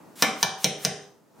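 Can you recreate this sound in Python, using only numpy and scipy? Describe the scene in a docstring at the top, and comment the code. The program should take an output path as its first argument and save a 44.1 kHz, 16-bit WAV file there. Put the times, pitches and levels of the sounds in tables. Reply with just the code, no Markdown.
"""Spoon on a glass jar

A small metal spoon knocks four times on a glass jar held over a bowl in a small hard-walled kitchen.
Each knock is a crack with a thud, which the room answers while jar, spoon and bowl ring on. A short hiss
swells just before each knock and stops at it. Soft rumble and hiss lie below; gain control ducks peaks."""
import sys
import numpy as np
from scipy import signal
from scipy.io import wavfile

SR = 44100
rng = np.random.default_rng(int(sys.argv[2]) if len(sys.argv) > 2 else 0)


def wrap_up_sound(samples):
    """Save the sound to the file named by the first command line argument, as 16-bit audio."""
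    columns = np.atleast_2d(samples).T
    # keep every value between -1 and 1, then stretch to whole-number steps
    tamed = np.clip(columns, -1, 1)
    steps = np.round(tamed * 32767).astype(np.int16)
    wavfile.write(sys.argv[1], SR, steps)


N = 61739
TIME_S = np.arange(N) / SR


def amp(db):
    """dB to gain."""
    return 10 ** (np.asarray(db) / 20)


def at_hz(table, hz, col=1):
    """Table lookup on a log-frequency axis."""
    points = np.array(table)
    return np.interp(np.log(hz), np.log(points[:, 0]), points[:, col])


def resonate(drive, hz, t60_s):
    """Two-pole resonator: a unit click starts a decaying sine of height 1."""
    r, w = amp(-60 / (t60_s * SR)), 2 * np.pi * hz / SR
    return signal.lfilter([0, np.sin(w)], [1, -2 * r * np.cos(w), r * r], drive + 1e-18)


def noise_bands(gain_at, coherence_at):
    """Stereo noise in half-octave bands; gain and L/R coherence are functions of frequency."""
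    edges_hz = 30 * 2 ** np.arange(0, 9.6, .5)
    white = rng.standard_normal((2, 2, N))
    noise = 0
    for k, (low, high) in enumerate(zip(edges_hz, edges_hz[1:])):
        bandpass = signal.butter(2, [low, high], "band", fs=SR, output="sos")
        mid, side = signal.sosfilt(bandpass, white[k % 2])
        hz = np.sqrt(low * high)
        coherence = coherence_at(hz)
        stereo = np.sqrt(1 + coherence) * mid + np.sqrt(1 - coherence) * side * [[1], [-1]]
        noise += gain_at(hz) * stereo
    return noise


def coloured_noise(spectrum, coherence):
    """Steady stereo noise, rms 1."""
    noise = noise_bands(lambda hz: amp(at_hz(spectrum, hz)), lambda hz: coherence)
    return noise / noise.std()


# Background spectra: f/Hz, relative density/dB
RUMBLE_SPECTRUM = [(25, -45), (60, -23), (120, -8), (205, -0.5), (300, -3), (500, -8), (800, -8.5),
                   (1300, -17), (2500, -26), (4000, -61)]
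AIR_SPECTRUM = [(1500, -31.5), (2500, -10), (6000, -5.5), (11000, -10), (16000, -10.5)]
# Background envelope: t/s, rumble level/dB, hiss level/dB
BACKGROUND_LEVELS = [(0, -50, -65), (.14, -52, -64), (1.101, -58.5, -69.5), (1.221, -61.5, -72.5),
                     (1.338, -59.5, -70), (1.4, -50.5, -63.5)]


def background():
    """Room rumble and faint hiss; both sink slowly and come back at the end."""
    times_s, rumble_db, hiss_db = np.transpose(BACKGROUND_LEVELS)
    rumble = amp(np.interp(TIME_S, times_s, rumble_db)) * coloured_noise(RUMBLE_SPECTRUM, coherence=0.52)
    hiss = amp(np.interp(TIME_S, times_s, hiss_db)) * coloured_noise(AIR_SPECTRUM, coherence=0.61)
    return rumble + hiss


# Swell peak at each knock: level/dB
SWELL_PEAKS_DB = [-35.5, -37, -36, -36]
# Swell spectrum: f/Hz, relative density/dB
SWELL_SPECTRUM = [(120, -33), (300, -16.5), (1000, -6.5), (2500, -7), (6000, -7), (10000, -7), (16000, -11)]
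SWELL_RISE_DB_PER_S, SWELL_LEAD_S = 250.5, 0.067


def hiss_swell():
    """A short hiss swells just before each knock and stops at it."""
    envelope = np.zeros(N)
    for (onset_s, *_), peak_db in zip(BLOWS, SWELL_PEAKS_DB):
        ahead_s = onset_s - TIME_S
        rising = (ahead_s > 0) & (ahead_s < SWELL_LEAD_S)
        envelope[rising] += amp(peak_db - SWELL_RISE_DB_PER_S * ahead_s[rising])
    return envelope * coloured_noise(SWELL_SPECTRUM, coherence=0.95)


# Broad crack resonances, thud to tick: f/Hz, t60/s
CRACK_MODES = [(200, 0.023), (310, 0.02), (450, 0.023), (590, 0.011), (780, 0.017), (1100, 0.0067),
               (1500, 0.0022), (2100, 0.0045), (3200, 0.0045), (4200, 0.0014), (5050, 0.0032),
               (5950, 0.0019), (7400, .003), (8900, 0.0014), (11000, .002), (13800, 0.00067)]


def crack(onset_s, contact_s, levels_db):
    """Two touches at random moments of the brief contact drive each resonance, passed twice."""
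    track = np.zeros(N)
    start, contact_samples = int(onset_s * SR), int(contact_s * SR)
    for (hz, t60_s), db in zip(CRACK_MODES, levels_db):
        polarity = rng.choice([-1, 1])
        moments = (contact_samples * rng.random(2) ** 2).astype(int)
        touches = np.zeros(SR // 10)
        touches[moments] = polarity * np.array([1, 0.3])
        burst = resonate(resonate(touches, hz, t60_s), hz, t60_s)
        track[start:start + len(burst)] += amp(db) * burst / np.abs(burst).max()
    return track


# Modes of jar, spoon and bowl: f/Hz
MODES_HZ = [151, 183, 405, 499, 610, 657, 769, 838, 1225, 1756, 2339, 3036, 3130, 3193, 3746, 5705, 8368]
# Response per mode: rim-struck level/dB, side-struck level/dB, t60/s, swell/s
MODE_RESPONSES = [(-17.5, -4.5, 0.36, 0.03), (-1, -3, 0.15, 0.0067), (-20.5, -13.5, 0.58, 0.016),
                  (-41, -22, 0.67, 0.014), (-28.5, -10.5, .35, 0.0067), (-35, -2, 0.19, 0.03),
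                  (-1.5, -10, 0.43, .04), (-2, -29, 0.19, 0.013), (-27, -37, 1, 0.033),
                  (2, -27, 0.19, 0.0039), (-2.5, -9.5, 0.27, 0.0014), (-5.5, -11.5, .22, 0.004),
                  (-17.5, -15.5, 0.42, 0.0012), (-9, -45, 0.34, .003), (-8.5, -33.5, .2, .003),
                  (-5, -11, 0.22, 0.0011), (-26.5, -32, 0.54, .003)]
RING_SPREAD_DB, RING_PAN_DB, RING_LEAD_RAD = 1.2, 1.5, 0.13


def ringing(onset_s, spot, level_db, pans):
    """Modes swell and fade, weighted by the spot struck; each reaches L and R a little unevenly."""
    track = np.zeros((2, N))
    age_s = np.maximum(TIME_S - onset_s, 0)
    for hz, pan, (rim_db, side_db, t60_s, swell_s) in zip(MODES_HZ, pans, MODE_RESPONSES):
        db = level_db + rim_db + spot * (side_db - rim_db) + RING_SPREAD_DB * rng.standard_normal()
        envelope = amp(db - 60 * age_s / t60_s) * (1 - np.exp(-age_s / swell_s))
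        tone = np.sin(2 * np.pi * hz * age_s + pan * RING_LEAD_RAD)
        track += envelope * tone * amp(pan * RING_PAN_DB)
    return track


# Spoon blows: t/s, contact/s, spot (0 rim, 1 side), ring level/dB, then level/dB per crack mode
BLOWS = [(0.223, 0.0023, 0.017, -15, -24.5, -31.5, -32.5, -22.5, -23.5, -12, -10, -14.5, -16, -4, -4, -3.5, -14.5, -11, -15, -8.5),
         (.4280, .0015, 0.13, -16.5, -31.5, -37, -34, -30, -31.5, -17, -9, -22, -12.5, -3.5, -9.5, -3.5, -56, -13.5, -24.5, -13.5),
         (0.6436, 0.0013, 0.81, -16, -25, -30.5, -27, -23, -29, -29.5, -26, -34, -15, -3.5, -15.5, -2.5, -19.5, -10.5, -23, -13),
         (0.8497, .001, 1, -19, -26, -33, -28, -29, -27, -28, -24, -22, -18.5, -11, -14, -4, -25.5, -12, -25, -17.5)]
DAMPING_DB, DAMPING_S = -11, 0.01


def knocks():
    """Each blow cracks, starts the modes and damps the ringing of the blow before."""
    cracks, rings = np.zeros(N), np.zeros((2, N))
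    pans = rng.uniform(-1, 1, (len(MODES_HZ), 1, 1)) * [[1], [-1]]
    next_onsets_s = [blow[0] for blow in BLOWS[1:]] + [np.inf]
    for (onset_s, contact_s, spot, ring_db, *crack_db), next_s in zip(BLOWS, next_onsets_s):
        cracks += crack(onset_s, contact_s, crack_db)
        damping = amp(DAMPING_DB * np.clip((TIME_S - next_s) / DAMPING_S, 0, 1))
        rings += damping * ringing(onset_s, spot, ring_db, pans)
    return cracks, rings


# Echoes off hand, bowl, worktop and wall: delay/s, level/dB, L-R/dB
EARLY_ECHOES = [(.0021, -12.5, 5.5), (.0043, -4.5, 1.5), (.0078, -27, -9), (0.0121, -26.5, -18.5)]
# Reverb tail: f/Hz, level/dB, t60/s
TAIL_BANDS = [(155, -24.5, 0.27), (280.3, -22, 0.39), (604, -25, 0.41), (1111, -27, 0.41),
              (2350, -21.5, 0.35), (4960, -37.5, 0.37), (8300, -30, 0.36), (11600, -31.5, 0.19),
              (14920, -22.5, 0.092)]
# Tail stereo image: f/Hz, L/R coherence
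TAIL_COHERENCE = [(60, .7), (180, 1), (550, 0.79), (1650, 0.75), (5000, 0.49), (10000, .5), (12000, 1),
                  (16000, 1)]
TAIL_BUILD_S, ECHO_CUTOFF_HZ = 0.0017, 17000


def kitchen(source):
    """Hard surfaces return a few echoes, then a dense tail that builds and dies band by band."""
    echoes = np.zeros((2, N))
    for delay_s, db, pan_db in EARLY_ECHOES:
        echoes[:, int(delay_s * SR)] = amp([db + pan_db / 2, db - pan_db / 2])
    echoes = signal.sosfilt(signal.butter(2, ECHO_CUTOFF_HZ, fs=SR, output="sos"), echoes)
    tail = noise_bands(lambda hz: amp(at_hz(TAIL_BANDS, hz) - 60 * TIME_S / at_hz(TAIL_BANDS, hz, 2)),
                       lambda hz: at_hz(TAIL_COHERENCE, hz))
    tail *= 1 - np.exp(-TIME_S / TAIL_BUILD_S)
    return signal.fftconvolve(echoes + tail, source[None], axes=1)[:, :N]


def scene():
    """Cracks with their reverb, ringing, background and hiss swells."""
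    cracks, rings = knocks()
    low_cut = signal.butter(3, 84, "high", fs=SR, output="sos")  # the knocks carry no deep bass
    return signal.sosfilt(low_cut, cracks + rings + kitchen(cracks)) + background() + hiss_swell()


THRESHOLD_DB, DUCK_DB_PER_DB, ATTACK_S, RELEASE_DB_PER_S = -32, 0.29, 0.009, 161.5
CEILING, STOPBAND_HZ = 0.79, 17160


def record(dry):
    """Gain control ducks after each peak and releases at a steady rate; soft clip, then low-pass."""
    peak_db = 20 * np.log10(np.abs(dry).max(axis=0) + 1e-9)
    release_db = RELEASE_DB_PER_S * TIME_S
    held_db = np.maximum.accumulate(peak_db + release_db) - release_db
    excess_db = np.maximum(held_db - THRESHOLD_DB, 0)
    pole = np.exp(-1 / (ATTACK_S * SR))
    duck_db = signal.lfilter([1 - pole], [1, -pole], DUCK_DB_PER_DB * excess_db)
    rounded = CEILING * np.tanh(dry * amp(-duck_db) / CEILING)
    return signal.sosfilt(signal.cheby2(12, 70, STOPBAND_HZ, fs=SR, output="sos"), rounded)


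dry = scene()
out = record(dry)
wrap_up_sound(out)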